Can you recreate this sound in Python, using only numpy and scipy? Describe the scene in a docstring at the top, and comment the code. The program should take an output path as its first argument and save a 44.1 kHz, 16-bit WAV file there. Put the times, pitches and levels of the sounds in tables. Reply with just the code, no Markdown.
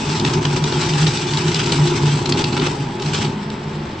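"""Rubber crackles over a booming steel cabinet: a tyre stripper in a yard, close to a stereo microphone pair.
A ribbed roller tears the rubber off a bead wire: fibres crackle, cords snap and strips rip away.
The slipping rubber jolts the cabinet and groans on the roller; behind it the motor hums and gears whine.
After about 3.3 s the wire comes free and the drive runs on more lightly."""
import sys
import numpy as np
from scipy import signal
from scipy.fft import rfft, irfft
from scipy.io import wavfile

SR = 44100
rng = np.random.default_rng(int(sys.argv[2]) if len(sys.argv) > 2 else 0)


def master(y):
    """Save y as 16-bit WAV."""
    cut = np.clip(np.atleast_2d(y).T, -1, 1)
    pcm = np.round(cut * 32767)  # scale
    wavfile.write(sys.argv[1], SR, pcm.astype(np.int16))


N = 176400
TIME = np.arange(N) / SR


# tearing at the roller, nearest the microphones: t/s, level/dB
TEARING_LEVEL = [(0, -25.5), (.08, -30.5), (.14, -25.5), (.24, -31.5), (.27, -26.5), (.42, -32),
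                 (.53, -27.5), (.61, -34.5), (.75, -26.5), (1.02, -25), (1.13, -26), (1.5, -27.5),
                 (1.64, -23.5), (1.85, -28.5), (2.13, -27), (2.24, -33), (2.54, -32), (2.62, -32),
                 (2.81, -36), (2.87, -39.5), (2.98, -40), (3.04, -30.5), (3.22, -26.5), (3.33, -43),
                 (4, -46)]
# tone of tearing rubber: f/Hz, level/dB
RUBBER_SPECTRUM = [(200, -24.5), (600, -11.5), (1100, -1.5), (1450, 1), (1700, -3.5), (2200, -0.5),
                   (3300, 1), (4500, -2), (5500, -2), (6350, -4.5), (6650, -10.5), (7200, -7), (7950, -5.5),
                   (8400, -17), (8800, -23), (9400, -28.5), (9800, -51.5), (11000, -45)]
# cords snapping and strips ripping away: t/s, level/dB, length/s, brightness/(dB per octave)
CORD_SNAPS = [(0.196, -21, 0.005, 6), (0.248, -14, 0.004, -4), (.451, -15, 0.0047, -4),
              (0.639, -19, 0.005, 4), (0.722, -21, 0.006, -5), (0.934, -21, 0.004, -0.5),
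              (1.029, -22, .003, 0), (1.065, -16.5, 0.006, -3), (1.172, -17, 0.0028, -2),
              (1.334, -19.5, 0.005, -2), (1.371, -18, 0.006, -0.5), (1.544, -16.5, 0.004, 3),
              (1.660, -21.5, 0.005, 2.5), (1.720, -14.5, 0.005, 4), (2.257, -18, .006, 0),
              (2.322, -14.5, 0.004, -3), (2.440, -16, .006, -1), (2.524, -26, 0.009, -2),
              (2.595, -22, 0.005, -3), (2.996, -30, 0.006, 1), (3.021, -26, .006, 3),
              (3.059, -27.5, .006, 1), (3.246, -25, 0.01, -3.5), (3.5, -29, 0.0035, 1)]
STRIP_RIPS = [(0.559, -23, 0.019, -1), (2.291, -22, 0.011, 3.5), (2.372, -22, 0.05, -1),
              (2.565, -18.5, 0.014, -4), (2.612, -24.5, 0.054, -5.5), (2.663, -18.5, 0.011, -2),
              (3.133, -22, 0.014, 1), (3.148, -30, 0.04, -3.5), (3.212, -27.5, 0.018, -4.5)]
# tone of a snap, and of the thud as it tugs the roller: f/Hz, level/dB
SNAP_SPECTRUM = [(300, -12), (1400, -4.5), (2100, -0.5), (2700, 4.5), (3300, 6), (4400, 6), (6700, -6.5),
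                 (7900, -9.5), (8800, -24.5), (10800, -35)]
TUG_SPECTRUM = [(60, -29), (200, -19.5), (290, 5), (410, -1.5), (540, -8), (2000, -58)]

def rubber(grip):
    """Fibres tear in crackling clumps; snaps and rips tug at the roller, harder under load."""
    fibres = clicks(per_s=5000, spread_db=2.3) * grip * amp(2.1 * drift(32))
    # the tearing dips around each snap, while the taut cord takes the pull
    near_snap = np.max([np.exp(-((TIME - snap[0]) / .014) ** 2) for snap in CORD_SNAPS], axis=0)
    tearing_db = curve(TEARING_LEVEL) + .5 - 2.3 * near_snap
    crackle = colour(unit_rms(fibres) * amp(tearing_db), RUBBER_SPECTRUM)
    out, tugs = stretch(crackle, depth_db=2), np.zeros((2, N))
    for start, db, length, tilt in CORD_SNAPS:
        snap = colour(fibre_burst(length), SNAP_SPECTRUM, tilt)
        add(out, start, amp(db - .2) * stretch(snap, depth_db=2.6))
        add(tugs, start, amp(db - 5) * fibre_burst(length))
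    for start, db, length, tilt in STRIP_RIPS:
        rip = fibre_burst(length)
        crunch = amp(2.2 * drift(250)[:rip.shape[1]])
        add(out, start, amp(db - 1.5) * colour(rip * crunch, RUBBER_SPECTRUM, tilt))
        add(tugs, start, amp(db) * fibre_burst(length))
    return out + colour(tugs, TUG_SPECTRUM) * amp(curve(ROLLER_LOAD) - REFERENCE_LOAD_DB)


def fibre_burst(length, rise_s=.001, fall_s=.0016):
    """A run of fibres failing together: quick rise, hold, quick fall."""
    t = np.arange(SR // 10) / SR
    envelope = np.minimum(t / rise_s, 1) * np.exp(-np.maximum(t - length, 0) / fall_s)
    return envelope * rng.standard_normal((2, len(t)))


def stretch(x, depth_db, patch_hz=288, patch_s=.071):
    """The resonances of the stretched rubber come and go as it gives way; the overall level stays."""
    spectra = signal.stft(x, nperseg=512, noverlap=384)[2]
    noise = rng.standard_normal(spectra.shape[1:])
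    across = np.fft.fftfreq(spectra.shape[1], SR / 512)[:, None]
    along = np.fft.fftfreq(spectra.shape[2], 128 / SR)
    smoothing = np.exp(-(across * patch_hz) ** 2 - (along * patch_s) ** 2)
    patches = unit_rms(np.fft.ifft2(np.fft.fft2(noise) * smoothing).real)
    shifted = signal.istft(spectra * amp(depth_db * patches), nperseg=512, noverlap=384)[1]
    return x.std() * unit_rms(shifted[:, :x.shape[1]])


def ribs(rate_hz=51.64, depth=.11):
    """The grip pulses as each rib of the roller bites."""
    bites = np.cumsum(rate_hz * (1 + .0314 * drift(2.2))) / SR
    return 1 + depth * np.cos(2 * np.pi * bites)


# load on the roller: t/s, level/dB
ROLLER_LOAD = [(0, -25.5), (.25, -22), (.6, -24.5), (.77, -24), (1.15, -26.5), (1.5, -25), (1.68, -23.5),
               (1.95, -23), (2.28, -24.5), (2.4, -23), (2.54, -24), (2.64, -25), (2.73, -25.5), (2.95, -30),
               (3.22, -25), (3.4, -32.5), (4, -35.5)]
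REFERENCE_LOAD_DB = -21
# rumble of the roller: f/Hz, level/dB
RUMBLE_SPECTRUM = [(20, -30), (75, -4.5), (110, 4), (160, 5.5), (190, -3), (320, -2), (420, -6), (500, -20),
                   (750, -14.5), (1100, -13.5), (2000, -30.5), (6000, -76.5)]
# resonances of the steel cabinet: f/Hz, width/Hz, level/dB relative to the load
CABINET_MODES = [(148.54, 14.4, -2.5), (252, 35, -8.5), (354.3, 18.8, -6), (398.6, 25.5, -9.5)]
# the tyre ring judders and the cabinet booms: t/s, level/dB, length/s
CABINET_BOOMS = [(.12, -19, 0.065), (.25, -18.5, 0.039), (.34, -18, 0.096), (.44, -14, 0.094),
                 (.58, -18.5, 0.12), (.71, -24, 0.18), (.86, -17, .15), (.97, -13.5, .16), (1.27, -19, .14),
                 (1.43, -15.5, 0.079), (1.76, -12, 0.12), (1.92, -17.5, .35), (2.41, -21, 0.096),
                 (2.77, -19.5, .09), (3.04, -24, 0.2), (3.22, -21, 0.084), (3.72, -27.5, .14)]
# rubber sticks and slips on the roller with a groan or squeak: t/s, level/dB, length/s, f/Hz
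SLIP_GROANS = [(0.332, -24.5, .08, 366), (0.621, -30.5, .06, 980), (1.638, -20.5, .07, 349.4),
               (1.751, -23.5, 0.28, 353.4), (2.359, -26.5, .075, 354), (2.555, -23.5, 0.074, 391.4),
               (2.608, -22.5, 0.057, 263)]

def cabinet(grip, jolts_per_s=700):
    """Slipping rubber groans, shakes the roller and rings the cabinet; judder booms on the lowest mode."""
    jolts = clicks(jolts_per_s, spread_db=3.5) * grip
    rumble = amp(-.17) * unit_rms(colour(jolts, RUMBLE_SPECTRUM))
    ringing = sum(amp(db) * resonate(clicks(jolts_per_s, spread_db=1) * grip, hz, width)
                  for hz, width, db in CABINET_MODES)
    out = amp(curve(ROLLER_LOAD)) * (ringing + rumble)
    for start, db, length in CABINET_BOOMS:
        add(out, start, judder(db, length, hz=CABINET_MODES[0][0]))
    for start, db, length, hz in SLIP_GROANS:
        add(out, start, judder(db, length, hz))
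    return out


def judder(db, length, hz, waver=.035):
    """A wavering vibration that builds up and dies again."""
    t = np.arange(0, length, 1 / SR)
    cycles = rng.random() + np.cumsum(hz * (1 + waver * drift(40)[:len(t)])) / SR
    return amp(db) * np.sin(np.pi * t / length) * unit_rms(np.sin(2 * np.pi * cycles))


# motor noise, behind the tearing: f/Hz, level/dB
MOTOR_SPECTRUM = [(25, -8.5), (150, 0.5), (260, -5), (410, -1), (520, -8), (1050, -9), (3600, -19.5),
                  (5600, -27), (6600, -56), (7700, -45), (9200, -70)]
# hum of the drive: t/s, level/dB
HUM_LEVEL = [(0, -35), (2.6, -39), (2.9, -33), (3.6, -30.5), (4, -40.5)]
# pitch of the gear whine: t/s, f/Hz
WHINE_PITCH = [(0, 851), (.42, 895), (.53, 860), (.7, 890), (1.17, 830), (1.35, 885), (1.7, 828),
               (1.95, 880), (2.2, 852), (3.25, 841.4), (3.42, 885), (4, 872)]
# gear tones: multiple of the whine, level/dB, growth/(dB per dB of load), roughness
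GEAR_TONES = [(1, -32, 0.65, 1.47), (1.125, -32.5, 0.93, 1.9)]

def drive(hum_hz=212.3, flutter_hz=42):
    """Motor noise, hum and gear whine; the gear tones grow with the load."""
    out = amp(-31) * unit_rms(colour(clicks(per_s=6000, spread_db=1.5), MOTOR_SPECTRUM))
    hum_swell = 1 + .7 * drift(20)
    hum_cycles = np.cumsum(hum_hz * (1 + .015 * drift(6))) / SR
    out += amp(curve(HUM_LEVEL)) * unit_rms(hum_swell * np.sin(2 * np.pi * hum_cycles))
    whine_cycles = np.cumsum(curve(WHINE_PITCH) * (1 + .013 * drift(17.6))) / SR
    quadrature = np.array([[1], [1j]])  # the channels lie a quarter cycle apart
    for multiple, db, growth, roughness in GEAR_TONES:
        flutter = np.array([drift(flutter_hz) + 1j * drift(flutter_hz) for _ in range(2)])
        tone = (1 + roughness * flutter) * np.exp(2j * np.pi * multiple * whine_cycles) * quadrature
        out += amp(db + growth * (curve(ROLLER_LOAD) - REFERENCE_LOAD_DB)) * unit_rms(tone.real)
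    return out


def yard(x, level_db=-8, t60_s=.13):
    """Short scatter from the wall and tyre piles, reaching the microphones from 4 ms after the source."""
    t = np.arange(SR // 2) / SR
    echoes = rng.standard_normal((2, len(t))) * (rng.random((2, len(t))) < 2000 / SR)
    echoes *= (t > .004) * 1000 ** (-t / t60_s)
    return x + amp(level_db) * signal.fftconvolve(x, echoes / np.linalg.norm(echoes[0]), axes=1)[:, :N]


# likeness of the left and right microphones: f/Hz, correlation
PAIR_LIKENESS = [(300, 1), (450, 0.82), (580, 0.32), (800, 1), (980, 0.06), (1500, 0.42), (3400, 0.77),
                 (4500, 0.68), (5300, 0.26)]
# lean to the left microphone: f/Hz, left minus right/dB
PAIR_LEAN = [(380, 0.3), (600, 0.7), (3000, 0.7), (8000, 3.5)]

def microphone_pair(x, mono_below_hz=300):
    """Blends two unrelated channels into a stereo pair: one in the bass, wide in the treble."""
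    hz, (first, second) = np.fft.rfftfreq(N, 1 / SR), rfft(x)
    width = 1 - 1 / (1 + (hz / mono_below_hz) ** 6)
    likeness = np.clip(spectrum_at(PAIR_LIKENESS, hz), -1, 1)
    lean = amp(width * spectrum_at(PAIR_LEAN, hz) / 2)
    mid = first * np.sqrt((1 + likeness) / 2)
    side = second * width * np.sqrt((1 - likeness) / 2)
    return irfft(np.array([(mid + side) * lean, (mid - side) / lean]), N)


def amp(db):
    """Decibels to gain."""
    return 10 ** (np.asarray(db) / 20)


def unit_rms(x):
    """Scales to rms 1."""
    return x / np.sqrt(np.mean(x ** 2) + 1e-20)


def spectrum_at(points, hz):
    """A spectrum table at the given frequencies."""
    f, value = np.transpose(points)
    return np.interp(np.log(hz + 1), np.log(f + 1), value)


def curve(points):
    """A time table at every sample."""
    return np.interp(TIME, *np.transpose(points))


def add(mix, start, sound):
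    """Mixes a sound in at start seconds."""
    part = mix[..., max(round(start * SR), 0):][..., :sound.shape[-1]]
    part += sound[..., :part.shape[-1]]


def drift(hz):
    """Random wander of rms 1, up to about hz."""
    f = np.fft.rfftfreq(N, 1 / SR)
    return unit_rms(irfft(rfft(rng.standard_normal(N)) / (1 + (f / hz) ** 4), N))


def colour(x, points, tilt_db=0):
    """Causal filter with the given spectrum, tilted per octave; keeps the power of white noise."""
    hz = abs(np.fft.fftfreq(2048, 1 / SR))
    octaves = np.log2(np.clip(hz, 800, 7000) / 3000)
    log_gain = np.log(amp(spectrum_at(points, hz) + tilt_db * octaves))
    taps = np.fft.ifft(np.exp(np.conj(signal.hilbert(log_gain)))).real  # minimum phase
    return signal.fftconvolve(x, taps[None] / np.linalg.norm(taps), axes=1)[:, :N]


def resonate(x, hz, width):
    """A resonance with steep skirts."""
    b, a = signal.iirpeak(hz, hz / (1.55 * width), SR)
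    return unit_rms(signal.lfilter(b, a, signal.lfilter(b, a, x)))


def clicks(per_s, spread_db):
    """Two trains of random clicks of uneven size."""
    size = amp(spread_db * np.minimum(rng.exponential(1, (2, N)), 4))
    return unit_rms(size * np.sign(rng.standard_normal((2, N))) * (rng.random((2, N)) < per_s / SR))


def scene():
    """The machine from close by; only the tearing rubber scatters round the yard."""
    grip = ribs()
    return microphone_pair(drive() + cabinet(grip) + yard(rubber(grip)))


def record(dry):
    """The recorder's band limit at 11 kHz."""
    return signal.oaconvolve(dry, signal.firwin(511, 11000, window=("kaiser", 9), fs=SR)[None], "same")


dry = scene()
out = record(dry)
master(out)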